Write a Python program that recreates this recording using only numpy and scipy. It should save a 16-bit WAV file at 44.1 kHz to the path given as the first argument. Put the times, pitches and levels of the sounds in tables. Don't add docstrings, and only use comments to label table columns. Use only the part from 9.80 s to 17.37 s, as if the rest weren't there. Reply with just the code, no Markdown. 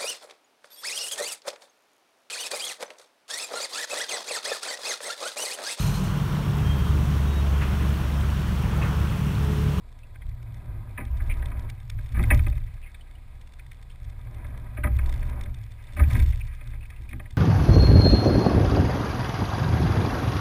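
import sys
import numpy as np
from scipy import signal
from scipy.fft import rfft, irfft, next_fast_len
from scipy.io import wavfile
from scipy.ndimage import uniform_filter1d, map_coordinates

SR = 44100
rng = np.random.default_rng(int(sys.argv[2]) if len(sys.argv) > 2 else 0)


def pcm_store(signal):
    levels = np.round(np.clip(np.atleast_2d(signal), -1, 1) * 32767)
    wavfile.write(sys.argv[1], SR, levels.astype(np.int16).T)


N = 333837
TIME = np.arange(N) / SR

# t/s, level/dB, body/dB, f/Hz, t60/s
OAR_CLUNKS = [(1.1791, -28.5, -8, 2380, 0.038), (1.2025, -38, -5.5, 2030, 0.084),
              (1.4026, -38, -15, 1330, 0.053), (2.3447, -39.5, -6, 2100, 0.13),
              (2.369, -33, -7, 1630, .041), (2.3932, -30, -5, 2080, 0.025), (2.5064, -13, -13, 2210, 0.032),
              (4.9729, -36, -5.5, 2130, 0.039), (5.0374, -24, -6, 1580, 0.069),
              (6.1669, -34.5, -4, 2030, 0.073), (6.1945, -26, -6, 1460, 0.053),
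              (6.305, -35.5, -6.5, 2040, 0.056), (6.35, -32.5, -8.5, 1680, .05),
              (6.398, -32, -23, 2160, 0.039)]
# t/s, level/dB, body/dB, f/Hz
RIGGING_TAPS = [(.357, -44.5, -15, 1970), (.4197, -42, -18, 2180), (1.625, -35, -15, 1680),
                (1.718, -41, -5, 2400), (1.891, -43.5, -12, 2050), (2.188, -42, -10, 1570),
                (2.4378, -27, -21, 2200), (2.593, -30.5, -15, 2200), (2.6665, -31, -8, 2170),
                (2.726, -41.5, -8.5, 2160), (2.7769, -44.5, -9.5, 2200), (3.146, -42.5, -32, 2100),
                (3.7954, -42.5, -29, 2250), (3.917, -42, -31, 2240), (4.4714, -48.5, -14, 2270),
                (4.646, -41, -9, 1670), (5.0724, -35, -5, 1640), (5.1891, -32.5, -9.5, 1810),
                (5.428, -38.5, -31, 2220), (5.61, -40.5, -21, 2390), (5.658, -42, -11, 2040),
                (6.2372, -32, -30, 2310), (6.531, -38.5, -23, 2470), (6.8111, -41.5, -11.5, 2210),
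                (6.935, -44, -8, 2020), (7.1026, -41.5, -19, 2600), (7.3313, -33, -13, 1920),
                (7.3978, -37.5, -8, 2160), (7.458, -41.5, -12, 2050)]
# t/s, level/dB, f/Hz, length/s
COLLAR_SQUEAKS = [(1.49, -29, 2260, 0.038), (3.019, -44.5, 2550, 0.028), (3.05, -44, 2150, 0.028),
                  (6.601, -34, 2490, 0.017), (7.021, -44.5, 2600, 0.017)]
# recovery/dB, catch t/s, catch/dB, hardest pull t/s, drive/dB, finish t/s, finish/dB, splash/dB
OAR_STROKES = [(-5.5, 1.27, -4, 1.48, -0.5, 2.355, -5.5, -2), (-4, 5.05, 2.5, 5.29, 0, 6.205, 0.5, 1.5)]
# t/s, low thud/dB, hollow ring/dB
WAVELETS = [(.47, -35.5, -66), (2.169, -30.5, -57.5), (2.4, -25.5, -31), (2.682, -30, -44.5),
            (2.79, -38, -58), (4.25, -36, -68), (5.68, -34.5, -48), (6.37, -31, -32), (6.88, -35, -55),
            (6.98, -36, -56.5), (7.22, -39.5, -54.5), (7.35, -35, -42), (7.511, -39.5, -57)]
# (f/Hz, width/Hz, level/dB)
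SWAY_MODES = (17, 36, [(29, 13, 0)])
BOOM_MODES = (53, 76, [(60, 10, 0)])
DRUM_MODES = (90, 150, [(106, 15, 0), (126, 20, -11)])
HOLLOW_MODES = (85, 460, [(160, 13.6, 1), (209.6, 27.6, -0.5), (252.6, 22.3, 1), (344.5, 51, -8.5)])
# f/Hz, width/Hz, level/dB
HULL_MODES = [(252, 34, 3), (326, 51, -2), (484.4, 17.6, -4.5), (592.3, 16.6, 3.5), (670, 80, -7),
              (796.3, 16, 1.5), (984, 32, -4.5), (1054, 46, -7), (1237, 58, -2.5), (1598, 54, -2),
              (1706, 69, -3), (1925, 40, 0), (2049, 76, -1), (2238, 147, 2.5), (2337, 208, 0.5),
              (2548, 102, -3), (3090, 135, -15), (3520, 410, -20.5), (4460, 420, -42)]
CASE_MODES = [(2010, 390, 7.5), (3220, 250, 2), (3574, 156, 8.5), (4840, 130, -2), (4460, 176, 1),
              (4896, 226, -3), (5350, 660, -1)]
# t/s, level/dB
BIG_DROPS = [(.186, -52), (.4893, -50.5), (.625, -50), (.7403, -48), (1.2491, -43.5), (1.369, -46.5),
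             (1.6541, -36.5), (1.7912, -43.5), (1.8968, -36), (2.0967, -33), (1.9987, -49), (2.2578, -47.5),
             (2.4243, -37), (2.5426, -32), (2.573, -43), (2.6784, -42), (3.6102, -48.5), (3.6707, -49),
             (3.734, -48), (3.791, -48), (3.862, -48.5), (3.913, -46), (4.0242, -47.5), (4.297, -50),
             (4.5426, -48), (4.773, -44), (5.1628, -44), (5.257, -41.5), (5.2917, -38), (5.322, -37),
             (5.337, -40), (5.494, -43.5), (5.6083, -40), (5.634, -40), (5.7414, -43.5), (5.8345, -48),
             (5.916, -46.5), (6.2831, -44), (6.33, -36), (6.365, -38), (6.3974, -37), (6.4205, -40),
             (6.4583, -39.5), (6.5071, -47), (6.871, -44), (7.1017, -47), (7.504, -43)]
# t/s, level/dB, f/Hz
BLADE_DRIPS = [(0.2346, -49.5, 2520), (3.1462, -47, 3510), (3.2114, -48, 3010), (3.355, -52.5, 2910),
               (4.104, -50, 3040), (4.122, -58, 3570), (5.217, -47, 2500), (6.7575, -63, 2420),
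               (7.01, -48, 2510), (7.055, -47, 2510), (7.1648, -48.5, 2400), (7.292, -41, 2415),
               (7.3128, -42, 2280)]
# f/Hz, level/dB
WHEEL_EQ = [(210, -69), (350, 0), (432, -7), (586, -3.5), (789, -5.5), (843, -18), (956, 1), (1250, -14),
            (1370, -11), (1700, -6.5), (2210, -52), (3740, -120)]
WATER_EQ = [(59, -20), (100, 6), (170, -6.5), (228, -46), (500, -15.5), (636, -45), (693, -16), (2300, -42),
            (2500, -52), (2780, -44), (3130, -36), (3410, -21.5), (6000, -36.5), (7800, -77), (13200, -120)]

RECOVERY_DB, CATCH, CATCH_DB, PULL, DRIVE_DB, FINISH, FINISH_DB, SPLASH_DB = np.transpose(OAR_STROKES)


def oar_clunks(gain_db=-5, lead_s=0.004):
    out = np.zeros(N)
    for start, db, body_db, pitch_hz, t60 in OAR_CLUNKS:
        clunk = hull_hit(pitch_hz, t60, rise_s=0.037 * t60, tail_db=-7.5, tail_t60=0.15, spread_s=0.006,
                         direct_db=-7, bite_db=body_db - 12, body_db=body_db + 4.5)
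        add(out, start - lead_s, amp(db + gain_db) * clunk)
    return out


def hull_hit(pitch_hz, t60, rise_s, tail_db, tail_t60, spread_s, direct_db, bite_db, body_db):
    t = np.arange(SR // 5) / SR
    chatter = rng.standard_normal(len(t)) * (1 - np.exp(-(t / rise_s) ** 2))
    short = chatter * amp(-60 * t / t60)
    tailed = short + chatter * amp(tail_db - 60 * t / tail_t60)
    delay = lambda hz: np.exp(-2j * np.pi * spread_s * (2 * np.sqrt(1000 * hz) - hz / np.sqrt(3)))
    focus = lambda hz: band(hz, pitch_hz / 1.15, pitch_hz * 1.15, order=4)
    ring = crest(filtered(tailed, lambda hz: hull(hz) * focus(hz) * band(hz, 1400, 5000) * delay(hz)))
    direct = crest(filtered(short, lambda hz: focus(hz) * band(hz, 1100, 1880, order=10)))
    bite = crest(filtered(short, lambda hz: band(hz, 2450, 3800, order=10)))
    body = crest(filtered(tailed, lambda hz: hull(hz) * band(hz, 270, 1400, order=10) * delay(hz)))
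    return ring + amp(direct_db) * direct + amp(bite_db) * bite + amp(body_db) * body


def hull(hz, split_hz=2800):
    strong = [row for row in HULL_MODES if row[0] < split_hz]
    weak = [row for row in HULL_MODES if row[0] >= split_hz]
    return modes(strong, hz) * band(hz, 200, 3340, order=12) + modes(weak, hz)


def boat_flex():
    slap_times, _, ring_db = np.transpose(WAVELETS)
    clunk_times, clunk_db, body_db = np.transpose(OAR_CLUNKS)[:3]
    jolt, lean_back = CATCH + 0.023, FINISH + 0.2
    sway = level(-44, seat_run(db=-36.5), wavelet_thuds(db=-2),
                 swell(PULL, -23, attack=0.27, hold=0.0051, release=0.4),
                 swell(lean_back, -21.5, attack=0.24, hold=0.01, release=0.44))
    boom = level(-47.5, seat_run(db=-34), wavelet_thuds(db=-1),
                 swell(jolt, CATCH_DB - 21, attack=0.087, hold=0.0068, release=0.58),
                 swell(FINISH, FINISH_DB - 14.5, attack=0.034, hold=0.049, release=0.13),
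                 swell(lean_back, -18, attack=0.13, hold=0.034, release=0.27))
    drum = level(-55.5, wavelet_thuds(db=-3.5),
                 swell(CATCH - 0.597, -40, attack=0.48, hold=1.35, release=0.45),
                 swell(jolt, CATCH_DB - 33, attack=0.08, hold=0.015, release=0.39),
                 swell(FINISH + 0.15, -22, attack=0.21, hold=0.024, release=0.28))
    hollow = level(-66.5, seat_run(db=-50),
                   swell(slap_times, ring_db, attack=0.056, hold=0.0069, release=0.093),
                   swell(FINISH, FINISH_DB - 40, attack=0.073, hold=0.018, release=0.2),
                   swell(clunk_times + 0.014, clunk_db + body_db - 3.5,
                         attack=0.0089, hold=0.0077, release=0.092))
    return (sway * flutter(depth_db=1.5, rate_hz=11) * drone(*SWAY_MODES)
            + boom * flutter(depth_db=1.64, rate_hz=11) * drone(*BOOM_MODES)
            + drum * flutter(depth_db=2, rate_hz=11) * drone(*DRUM_MODES)
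            + hollow * drone(*HOLLOW_MODES))


def drone(low_hz, high_hz, table):
    ring = noise(lambda hz: modes(table, hz) * band(hz, low_hz, high_hz))
    return ring / running_rms(ring, span_s=0.08)


def rigging_taps(gain_db=-5.5, lead_s=0.00202):
    out = np.zeros(N)
    for start, db, body_db, pitch_hz in RIGGING_TAPS:
        tap = hull_hit(pitch_hz, t60=0.024, rise_s=0.0005, tail_db=-30, tail_t60=0.13,
                       spread_s=0.001013, direct_db=-8, bite_db=-13, body_db=body_db + 6)
        add(out, start - lead_s, amp(db + gain_db) * tap)
    return out


def collar_squeaks(gain_db=-7, width_hz=200, rasp_db=-13, rise_s=0.0043, lag_s=0.0029):
    out, t = np.zeros(N), np.arange(SR // 8) / SR
    for start, db, pitch_hz, length in COLLAR_SQUEAKS:
        slips = rng.standard_normal(len(t)) * (1 - np.exp(-t / rise_s)) * np.exp(-(t / length) ** 4)
        resonance = [(pitch_hz, width_hz, 0)]
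        tone = crest(filtered(slips, lambda hz: modes(resonance, hz) * band(hz, 2020, 2580, order=8)))
        rasp = crest(filtered(slips, lambda hz: band(hz, 890, 3460, order=7)))
        add(out, start + lag_s, amp(db + gain_db) * (tone + amp(rasp_db) * rasp))
    return out


def seat_and_locks():
    oar_turn = FINISH + 0.14
    roll = level(-68.5, seat_run(db=-54.5),
                 swell(oar_turn, -49.5, attack=0.25, hold=0.015, release=0.24))
    scrape = level(-71, seat_run(db=-60.5),
                   swell(PULL, -60.5, attack=0.97, hold=0.015, release=0.45),
                   swell(oar_turn, SPLASH_DB - 50.5, attack=0.063, hold=0.014, release=0.16),
                   swell(FINISH + 0.52, SPLASH_DB - 62, attack=4.7, hold=0.19, release=0.89))
    bumps = flutter(depth_db=1, rate_hz=40)
    wheels = amp(1) * noise(lambda hz: colour(WHEEL_EQ, hz) * band(hz, 345, 1630))
    shell = amp(-1.5) * noise(lambda hz: hull(hz) * band(hz, 398, 1550))
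    grit = flutter(depth_db=3.5, rate_hz=70)
    locks = noise(lambda hz: hull(hz) * band(hz, 1084, 5900))
    return roll * bumps * (wheels + shell) + scrape * grit * locks


def seat_run(db):
    recovery = swell(CATCH - 0.43, db + RECOVERY_DB, attack=0.48, hold=0.17, release=0.81)
    drive = swell(CATCH + 0.23, db + DRIVE_DB, attack=0.44, hold=0.35, release=0.14)
    return recovery + drive


def wavelet_thuds(db):
    times, thud_db, _ = np.transpose(WAVELETS)
    return swell(times, db + thud_db, attack=0.1, hold=0.015, release=0.2)


def drops(gain_db=-6, lead_s=0.001018, small_count=18):
    out, t = np.zeros(N), np.arange(SR // 20) / SR
    splat = np.exp(-((t - 0.005) / 0.0028) ** 2)
    tail = 0.12 * (1 - np.exp(-t / 0.004)) * np.exp(-t / 0.007)
    water_db = stirred_water_db()
    wetness = np.cumsum(amp(water_db))
    small_times = np.interp(rng.random(small_count), wetness / wetness[-1], TIME)
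    small_db = np.minimum(np.interp(small_times, TIME, water_db) + 16, -45)
    for start, db in list(BIG_DROPS) + list(zip(small_times, small_db)):
        impact = rng.standard_normal(len(t)) * (splat + tail)
        tick = crest(filtered(impact, lambda hz: modes(CASE_MODES, hz)))
        add(out, start - lead_s, amp(db + gain_db) * tick)
    return out


def blade_drips(gain_db=-5, t60=0.05, glide=1.37, roughness=0.165, lead_s=0.002):
    out, t = np.zeros(N), np.arange(SR // 20) / SR
    envelope = (1 - np.exp(-t / 0.00067)) * amp(-60 * t / t60)
    for start, db, pitch_hz in BLADE_DRIPS:
        waver = roughness * np.cumsum(rng.standard_normal(len(t))) * np.sqrt(1000 / SR)
        ring = np.sin(2 * np.pi * (pitch_hz * t * (1 + glide * t) + waver))
        add(out, start - lead_s, amp(db + gain_db) * crest(ring * envelope))
    return out


def spray(calm_per_s=20, extra_per_s=420, patter_db=-1, fizz_db=-4.5):
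    water_db = stirred_water_db()
    stir = (water_db - water_db.min()) / np.ptp(water_db)
    rate = calm_per_s + extra_per_s * stir ** 3
    hits = rng.random(N) < rate / SR
    sizes = amp(2.5 * np.minimum(rng.exponential(size=N), 2))
    t = np.arange(SR // 50) / SR
    bursts = signal.fftconvolve(hits * sizes / np.sqrt(rate), t * np.exp(-t / 0.0009))[:N]
    patter = unit(filtered(bursts * rng.standard_normal(N), lambda hz: modes(CASE_MODES, hz)))
    fizz_eq = [(2900, 3.5), (3600, -7), (4300, -7), (6000, -2)]  # f/Hz, level/dB
    fizz = noise(lambda hz: colour(fizz_eq, hz) * band(hz, 1880, 5400))
    return amp(water_db) * (amp(patter_db) * (0.96 + 0.04 * stir) * patter + amp(fizz_db) * fizz)


def stirred_water_db():
    churn = swell(CATCH + 0.14, SPLASH_DB - 62.5, attack=0.48, hold=0.25, release=0.51)
    splash = swell(FINISH + 0.12, SPLASH_DB - 54.5, attack=0.49, hold=0.07, release=0.55)
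    shed = swell(FINISH + 1, SPLASH_DB - 70.5, attack=0.44, hold=0.99, release=1.5)
    return 20 * np.log10(level(-73, churn, splash, shed))


def open_water(level_db=-59):
    return amp(level_db) * noise(lambda hz: colour(WATER_EQ, hz))


def swell(starts, db, attack, hold, release):
    coarse = TIME[::32]
    t = coarse - np.asarray(starts)[:, None]
    fade = np.maximum(-t, 0) / attack + np.maximum(t - hold, 0) / release
    powers = amp(np.reshape(db, (-1, 1)) - 20 * fade) ** 2
    return np.interp(TIME, coarse, powers.sum(axis=0))


def level(rest_db, *swells):
    return np.sqrt(amp(rest_db) ** 2 + sum(swells))


def flutter(depth_db, rate_hz):
    points = rng.standard_normal(int(N * rate_hz / SR) + 4)
    return amp(depth_db * map_coordinates(points, [TIME * rate_hz]))


def modes(table, hz):
    return sum((-1) ** k * amp(db) * 1j * hz * width / (centre ** 2 - hz ** 2 + 1j * hz * width)
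               for k, (centre, width, db) in enumerate(sorted(map(tuple, table))))


def colour(points, hz):
    point_hz, db = np.transpose(points)
    return amp(np.interp(np.log(hz + 1), np.log(point_hz), db))


def band(hz, low_hz, high_hz, order=6):
    return 1 / np.sqrt((1 + (low_hz / (hz + 1)) ** (2 * order)) * (1 + (hz / high_hz) ** (2 * order)))


def filtered(x, response):
    size = next_fast_len(len(x) + SR // 10)
    return irfft(rfft(x, size) * response(np.fft.rfftfreq(size, 1 / SR)), size)[:len(x)]


def noise(response):
    return unit(filtered(rng.standard_normal(N), response))


def amp(db):
    return 10 ** (np.asarray(db) / 20)


def unit(x):
    return x / np.sqrt(np.mean(x ** 2) + 1e-20)


def running_rms(x, span_s):
    return np.sqrt(np.abs(uniform_filter1d(x * x, int(span_s * SR))) + 1e-20)


def crest(x):
    return x / running_rms(x, span_s=0.004).max()


def add(track, start, x):
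    i = round(start * SR)
    track[i:i + len(x)] += x[:N - i]


def scene():
    boat = oar_clunks() + rigging_taps() + collar_squeaks() + boat_flex() + seat_and_locks()
    water = drops() + blade_drips() + spray() + open_water()
    return (boat + water)[None]


def record(dry, hold_hz=12000, top_hz=14800):
    slow = signal.resample_poly(dry, hold_hz, SR, axis=1)
    held = signal.resample_poly(np.repeat(slow, 4, axis=1), SR, 4 * hold_hz, axis=1)[0, :N]
    return filtered(held, lambda hz: 1 / np.sqrt(1 + (hz / top_hz) ** 120))[None]


dry = scene()
out = record(dry)
pcm_store(out)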